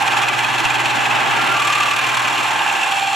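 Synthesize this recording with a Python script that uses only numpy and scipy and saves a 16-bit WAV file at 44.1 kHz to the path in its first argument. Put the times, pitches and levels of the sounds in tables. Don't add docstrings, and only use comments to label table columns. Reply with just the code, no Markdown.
import sys
import numpy as np
from scipy import signal
from scipy.io import wavfile

SR = 44100
rng = np.random.default_rng(int(sys.argv[2]) if len(sys.argv) > 2 else 0)


def invert_db(level):
    return 10 ** (np.asarray(level, dtype=float) / 20)


def dump(signal):
    limited = np.clip(np.atleast_2d(signal).T, -1, 1)
    pcm = np.round(limited * 32767).astype(np.int16)
    wavfile.write(sys.argv[1], SR, pcm)


N = 138915

SPINDLE_HZ = 19.19
# (time [s], once-a-turn swell [dB], its place [turns], twice-a-turn swell [dB], its place [turns])
BITE_SWELL = [
    (0, 2.5, 0.38, -1.3, 0.032),
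    (.4, 4, 0.55, 0, .07),
    (.9, 2, 0.42, 0, 0.057),
    (1.3, 1.5, 0.24, 1, 0.24),
    (1.55, 0.9, 0.22, 3, 0.14),
    (1.95, 1, 0.1, 3.5, 0.21),
    (2.25, 0.7, 0.15, 3.5, 0.17),
    (2.45, 0.5, .03, 2.2, 0.16),
    (2.75, 0.45, 0.14, -0.7, 0.28),
    (3.15, 1.5, 0.12, -1.5, .08),
]
BITE_SKEW, BITE_SPREAD_DB, FLICKER_DB = 0.56, 1.5, 1.5
# (frequency [Hz], share [1])
BITE_SHARE = [(300, 0.01), (800, 0.073), (1500, 0.27), (3000, 0.63), (6000, 0.91), (12000, 0.91)]
# (time [s], surge [dB])
CHIP_SNAPS = [(0.025, 5.5), (0.079, 6), (0.13, -2), (0.18, 1.5), (0.219, 4), (0.238, 1), (0.287, 6),
              (0.341, 0.5), (0.39, 3), (0.447, 4.5), (0.583, 5), (0.603, 4), (0.653, 5.5), (0.706, 3.5),
              (0.757, 3), (0.806, 3.0), (0.86, 3.5), (1.015, 3.5), (1.058, 1.5), (1.217, 0), (1.266, -4),
              (1.321, 0), (1.475, 4.0), (1.517, 5), (1.546, 3), (1.569, 1.5), (1.6, 5), (1.623, 2.5),
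              (1.652, 4.0), (1.673, 3.5), (1.703, 3), (1.755, 5), (1.807, 6), (1.834, 3.5), (1.885, 0),
              (1.914, 5), (1.938, 2.5), (1.966, 6), (2.069, 4.5), (2.147, 3), (2.173, 6.0), (2.281, 5),
              (2.557, 0), (2.676, 3.5), (2.923, 6), (2.995, 4), (3.024, 2.5), (3.074, 3.5), (3.131, 4.5)]
SNAP_RISE_S, SNAP_FALL_S, SNAP_ABOVE_DB, SNAP_GAIN = 0.0022, 0.0026, 1, 1.56
# (time [s], level [dB])
CUT_DEPTH = [
    (0.1, -30.5),
    (0.17, -29),
    (0.28, -31.5),
    (1.31, -32),
    (1.67, -30.5),
    (3.14, -30.5),
    (3.15, -30),
]
# (time [s], level [dB])
DRIVE = [
    (0, -35),
    (.9, -32),
    (1.15, -29.5),
    (1.5, -30),
    (1.6, -35),
    (2.75, -36.5),
    (3.0, -41.5),
    (3.15, -45),
]
DRIVE_TOP_HZ, LOW_FOLLOWS = 2100, 0.56
# (frequency [Hz], density [dB per Hz])
SCRAPE_LOW = [(260, -17.5), (450, -13), (540, -11), (885, 2), (988, -1), (1160, -2), (2170, -5), (2680, -2),
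              (4000, -19.5), (5200, -59), (8800, -120)]
# (frequency [Hz], density [dB per Hz])
SCRAPE_HIGH = [(2500, -43), (4000, -6), (4800, -4.5), (7400, -1), (8800, -10.5), (11400, -17.5),
               (14000, -22), (17000, -27)]
LOW_DB, HIGH_DB, PATCHY_DB = 10, -6.0, 1.14
# (frequency [Hz], width [Hz], level [dB])
CUT_MODES = [(811, 122, -6), (1086, 80, -7), (1170, 80, -2.5), (1367.5, 24, -2), (1577, 102, -4.5),
             (1718, 49, -4), (2013, 44, -6), (2338, 28, -5), (2442, 41, -2), (2667, 49, -2),
             (2832, 79, -9), (3032, 31, -9.5), (3286, 97, -8), (3650, 93, -15),
             (4220, 167, -16), (5235, 74, -23), (5630, 99, -21.5), (6250, 165, -23.5), (7400, 430, -20.5),
             (10500, 330, -31), (11380, 340, -30.5)]
MODES_DB, MODE_WANDER_DB = 10.5, 1.0
# (time [s], level [dB], frequency [Hz])
TOOL_RINGS = [(0.025, -27, 2590), (0.081, -13, 2440), (0.132, -14, 2490), (0.172, -13, 2620),
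              (0.239, -12, 2550), (0.29, -11, 2530), (0.342, -15, 2550), (0.394, -18, 2550),
              (0.448, -10.5, 2520), (0.489, -33, 2610), (0.552, -20, 2570), (0.583, -13, 2650),
              (0.656, -11, 2560), (0.709, -15, 2480), (0.758, -15, 2510), (0.806, -24, 2630),
              (0.862, -11.5, 2540), (0.907, -22, 2640), (1.008, -18, 2620), (1.059, -14, 2560),
              (1.114, -11, 2570), (1.177, -15, 2560), (1.217, -17, 2500), (1.266, -14, 2480),
              (2.543, -45, 2660), (2.558, -16, 2420), (2.595, -16, 2820), (2.62, -17, 2690),
              (2.665, -24, 2430), (2.677, -20, 2720), (2.701, -17, 2710), (2.757, -15, 2720),
              (2.786, -26, 2710), (2.815, -14, 2730), (2.834, -13, 2700), (2.854, -25.5, 2670),
              (2.915, -30, 2740), (2.924, -23, 2470), (2.995, -17, 2670), (3.023, -17, 2740),
              (3.028, -15, 2430), (3.075, -17, 2410), (3.094, -23, 2710), (3.116, -21, 2700),
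              (3.133, -26, 2430)]
TOOL_S, TOOL_DB, UPPER_RATIO, UPPER_DB = .013, -2.5, 1.307, -8.5
# (time [s], level [dB], frequency [Hz])
HOLDER_RINGS = [(1.558, -16, 1180), (1.577, -17, 1170), (1.603, -14, 1180), (1.621, -14, 1143),
                (1.655, -14.5, 1180), (1.676, -13, 1170), (1.707, -11, 1186), (1.73, -14.5, 1190),
                (1.76, -12, 1183), (1.781, -15.5, 1170), (1.812, -9.5, 1183), (1.835, -14, 1170),
                (1.863, -12.5, 1180), (1.887, -14, 1150), (1.918, -14.5, 1150), (1.941, -16, 1190),
                (1.97, -19, 1200), (1.993, -18, 1180)]
HOLDER_S, HOLDER_DB, HOLDER_HZ = .027, -1.5, 1169
# (start [s], length [s], frequency [Hz], level [dB], share of the bite swing [1])
CHATTER = [
    (1.33, .32, 1379, -24.5, .7),
    (1.88, .58, 1056, -30.5, .9),
    (1.83, .21, 2690, -31, 1),
    (2.55, .7, 2690, -33, .8),
]
CHATTER_RISE_S, CHATTER_WIDTH_HZ, CHATTER_WANDER_DB, WIDTH_GROWS = .12, 4.0, 1.6, 3.2
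LEFT_LEAD_RAD = 0.37
# (multiple of the turn, level [dB])
GEAR_LINES = [(37, -11), (40, -5), (41, 0), (42, -6), (43, -4), (44, -2.5), (45, -4.5), (46, -10), (47, -9),
              (48, -7), (55, -10), (83, -9), (89, -11)]
# (time [s], level [dB], knock place [turns], tilt [dB per multiple], gap between knocks [turns])
GEAR_LOAD = [
    (0, -27, .5, 0.4, .33),
    (.3, -32.5, 0.51, 0.5, .33),
    (1.3, -30.5, .52, 0.39, 0.34),
    (1.6, -38, 0.48, 0.25, 0.36),
    (1.9, -45, 0.45, 1, 0.37),
    (2.3, -36.5, 0.11, 0.8, 0),
    (2.6, -32.5, .12, 1.5, 0.024),
    (3.15, -24.5, 0.117, -1.2, 0),
]
GEAR_CENTRE, GEAR_WANDER_DB, GEAR_WOBBLE_RAD, GEAR_PAN_DB = 41, 1.7, .4, -4
WIDE_GAP_TURNS, ODD_DB, ODD_LAG_TURNS = .33, -3.5, .13
# (time [s], level [dB])
CHIP_TAPS = [
    (.128, -60),
    (.24, -62),
    (.452, -60),
    (.61, -58),
    (.659, -45),
    (.862, -52),
    (1.135, -59),
    (1.57, -57),
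    (2.17, -54),
    (2.55, -62),
]
TAP_HZ, TAP_DB, TAP_FAR_SIDE = 90, 29, -.85
# (time [s], level [dB])
HUM = [
    (0.0, -44),
    (0.13, -41.5),
    (1.15, -38),
    (1.97, -45.5),
    (2.1, -40),
    (2.89, -55),
    (3.08, -47),
    (3.15, -49.5),
]
# (frequency [Hz], level against the hum [dB])
HUM_LINES = [(120, 1), (139.2, -7), (240, -38), (259.2, -12), (360, -20)]
HUM_PAN_DB = -7
# (frequency [Hz], density [dB per Hz])
SHOP = [(15, -66), (25, -38), (65, -28), (89, -25), (113, -6.5), (205, -10.5), (330, -3.5), (530, -19),
        (700, -7), (910, -28), (1540, -120)]
SHOP_DB, SHOP_FOLLOWS = -33.5, 0.73
# (frequency [Hz], left-right correlation [1])
LIKENESS = [(40, 2), (100, -0.72), (400, 0.19), (740, 0.36), (1200, 0.35), (2000, 0.73), (3300, 0.84),
            (5500, 1.9), (8000, 0.57), (15000, 0.25)]
# (frequency [Hz], left minus right [dB])
BALANCE = [(40, 3), (130, 0.5), (290, -4), (640, -2), (1410, 0), (3100, -2), (6820, 0.0), (15000, 4)]
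CLIP_TOP, CUTOFF_HZ = 1.16, 15770


def scrape(swing_db):
    depth_db, = in_time(CUT_DEPTH)
    low_drive_db = LOW_FOLLOWS * drive_db()
    ringing = 0
    for hz, width_hz, db in CUT_MODES:
        level_db = at_hz(BITE_SHARE, hz) * swing_db + MODE_WANDER_DB * drift(1.4)
        if hz < DRIVE_TOP_HZ:
            level_db = level_db + low_drive_db
        force = rng.standard_normal((2, N)) * invert_db(level_db)
        ringing = ringing + invert_db(db) * spread(resonate(force, hz, width_hz), hz)
    low = invert_db(LOW_DB + low_drive_db) * banded(SCRAPE_LOW, swing_db, PATCHY_DB)
    high = invert_db(HIGH_DB) * banded(SCRAPE_HIGH, swing_db, PATCHY_DB)
    return invert_db(depth_db) * (low + high + invert_db(MODES_DB) * rms_one(ringing))


def bite():
    once_db, once_at, twice_db, twice_at = in_time(BITE_SWELL)
    turn = np.arange(N) * SPINDLE_HZ / SR
    once = 2 * np.pi * (turn - once_at)
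    twice = 4 * np.pi * (turn - twice_at)
    skewed = twice + BITE_SKEW * (np.cos(twice) - 1)
    swell_db = once_db * np.cos(once) + twice_db * np.cos(skewed)
    return snap() + swell_db * invert_db(BITE_SPREAD_DB * drift(5.8)) + FLICKER_DB * drift(85.0)


def snap():
    t = np.arange(N) / SR
    surge_db = 0
    for s, db in CHIP_SNAPS:
        width_s = np.where(t < s, SNAP_RISE_S, SNAP_FALL_S)
        surge_db = surge_db + (db - SNAP_ABOVE_DB) * np.exp(-((t - s) / width_s) ** 2 / 2)
    return SNAP_GAIN * surge_db


def drive_db():
    level_db, = in_time(DRIVE)
    return level_db - level_db.mean()


def tool_rings():
    main = rings(TOOL_RINGS, TOOL_S, TOOL_DB, 0.95)
    upper = rings(TOOL_RINGS, TOOL_S, TOOL_DB + UPPER_DB, 1, UPPER_RATIO)
    return main + upper


def holder_rings():
    return rings(HOLDER_RINGS, HOLDER_S, HOLDER_DB, .25)


def rings(rows, length_s, gain_db, scatter_cycles, ratio=1.0):
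    t = np.arange(N) / SR
    out = 0
    for (s, db, hz), chance in zip(rows, rng.random(len(rows))):
        shape = np.cos(np.pi * np.clip((t - s) / length_s, -.5, .5)) ** 2
        cycles = ratio * hz * (t - s) + HOLDER_HZ * s + scatter_cycles * chance
        out = out + invert_db(db + gain_db) * shape * np.sin(2 * np.pi * cycles + [[LEFT_LEAD_RAD], [0]])
    return out


def chatter(swing_db):
    t = np.arange(N) / SR
    out = 0
    for s, length_s, hz, db, swing in CHATTER:
        shape = np.clip(np.minimum(t - s, s + length_s - t) / CHATTER_RISE_S, 0, 1)
        width_hz = CHATTER_WIDTH_HZ * (hz / 1200) ** WIDTH_GROWS
        phase = 2 * np.pi * np.cumsum(hz + width_hz * drift(25.5)) / SR
        level_db = db + swing * swing_db + CHATTER_WANDER_DB * hz / 1200 * drift(37.0)
        out = out + invert_db(level_db) * shape * np.sqrt(2) * np.sin(phase + [[LEFT_LEAD_RAD], [0]])
    return out


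def gears():
    load_db, place, tilt_db, gap = in_time(GEAR_LOAD)
    turn = np.arange(N) * SPINDLE_HZ / SR
    closeness = np.clip(1 - gap / WIDE_GAP_TURNS, 0, 1)
    out = 0
    for multiple, db in GEAR_LINES:
        off = multiple - GEAR_CENTRE
        sign = np.clip(3 * np.cos(np.pi * off * gap), -1, 1)
        odd = closeness * (off % 2)
        turns = multiple * turn - off * place - np.sign(off) * odd * ODD_LAG_TURNS
        phase = 2 * np.pi * turns + GEAR_WOBBLE_RAD * drift(3.3)
        level_db = db + min(abs(off), 8) * tilt_db + odd * ODD_DB + GEAR_WANDER_DB * drift(4.3)
        out = out + sign * invert_db(level_db) * np.sin(phase)
    return np.sqrt(2) * invert_db(load_db) * out * pan(GEAR_PAN_DB)


def taps():
    s, db = np.transpose(CHIP_TAPS)
    clicks = np.zeros(N) + 1e-18
    clicks[(s * SR).astype(int)] = invert_db(db + TAP_DB)
    r = np.exp(-2 * np.pi * TAP_HZ / SR)
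    push = signal.lfilter([np.e * (1 - r)], [1, -2 * r, r * r], clicks)
    return push * [[-1], [-TAP_FAR_SIDE]]


def motor():
    t = np.arange(N) / SR
    hum_db, = in_time(HUM)
    mono = 0
    for hz, db in HUM_LINES:
        phase = 2 * np.pi * (hz * t + rng.random()) + 0.063 * drift(3.3)
        mono = mono + invert_db(db + 0.53 * drift(1.1)) * np.sin(phase)
    return invert_db(hum_db) * np.sqrt(2) * mono * pan(HUM_PAN_DB)


def shop():
    return invert_db(SHOP_DB + SHOP_FOLLOWS * drive_db()) * banded(SHOP, 0, 1.6)


def banded(spectrum, swing_db, patchy_db):
    low_hz, high_hz = spectrum[0][0], min(spectrum[-1][0], .45 * SR)
    edges = np.geomspace(low_hz, high_hz, int(2.5 * np.log2(high_hz / low_hz)) + 2)
    white = rng.standard_normal((2, 2, N))
    out = 0
    for k, (low, high) in enumerate(zip(edges, edges[1:])):
        hz = np.sqrt(low * high)
        band = signal.butter(2, [low, high], "band", fs=SR, output="sos")
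        pair = signal.sosfilt(band, white[k % 2])
        level_db = at_hz(spectrum, hz) + at_hz(BITE_SHARE, hz) * swing_db + patchy_db * drift(14.0)
        out = out + invert_db(level_db) * spread(pair, hz)
    return rms_one(out)


def resonate(x, hz, width_hz):
    r = np.exp(-np.pi * width_hz / SR)
    poles = [1, -2 * r * np.cos(2 * np.pi * hz / SR), r * r]
    return signal.lfilter([(1 - r * r) / 2, 0, (r * r - 1) / 2], poles, x)


def spread(pair, hz):
    alike = np.clip(at_hz(LIKENESS, hz), -.99, .99)
    mid = np.sqrt(1 + alike) * pair[0]
    side = np.sqrt(1 - alike) * pair[1]
    return (mid + side * [[1], [-1]]) * pan(at_hz(BALANCE, hz))


def pan(db):
    return invert_db([[db / 2], [-db / 2]])


def drift(rate_hz):
    r = np.exp(-80 * np.pi * rate_hz / SR)
    noise = rng.standard_normal(N // 40 + 2002)
    slow = signal.lfilter([1], [1, -2 * r, r * r], noise)[2000:]
    return np.interp(np.arange(N) / 40, np.arange(len(slow)), rms_one(slow))


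def rms_one(x):
    return x / np.sqrt(np.mean(x ** 2) + 1e-20)


def in_time(rows):
    s, *columns = np.transpose(rows)
    return [np.interp(np.arange(N) / SR, s, c) for c in columns]


def at_hz(points, hz):
    table_hz, values = np.transpose(points)
    return np.interp(np.log(hz), np.log(table_hz), values)


def scene():
    swing_db = bite()
    cut = scrape(swing_db) + tool_rings() + holder_rings() + chatter(swing_db)
    return cut + gears() + taps() + motor() + shop()


def top_cut(x):
    return signal.sosfilt(signal.butter(12, 16390, fs=SR, output="sos"), x)


def record(dry):
    soft = CLIP_TOP * np.tanh(dry / CLIP_TOP)
    low_pass = signal.ellip(14, .5, 60, CUTOFF_HZ, fs=SR, output="sos")
    mix = signal.sosfilt(low_pass, soft)
    return top_cut(mix)


dry = scene()
out = record(dry)
dump(out)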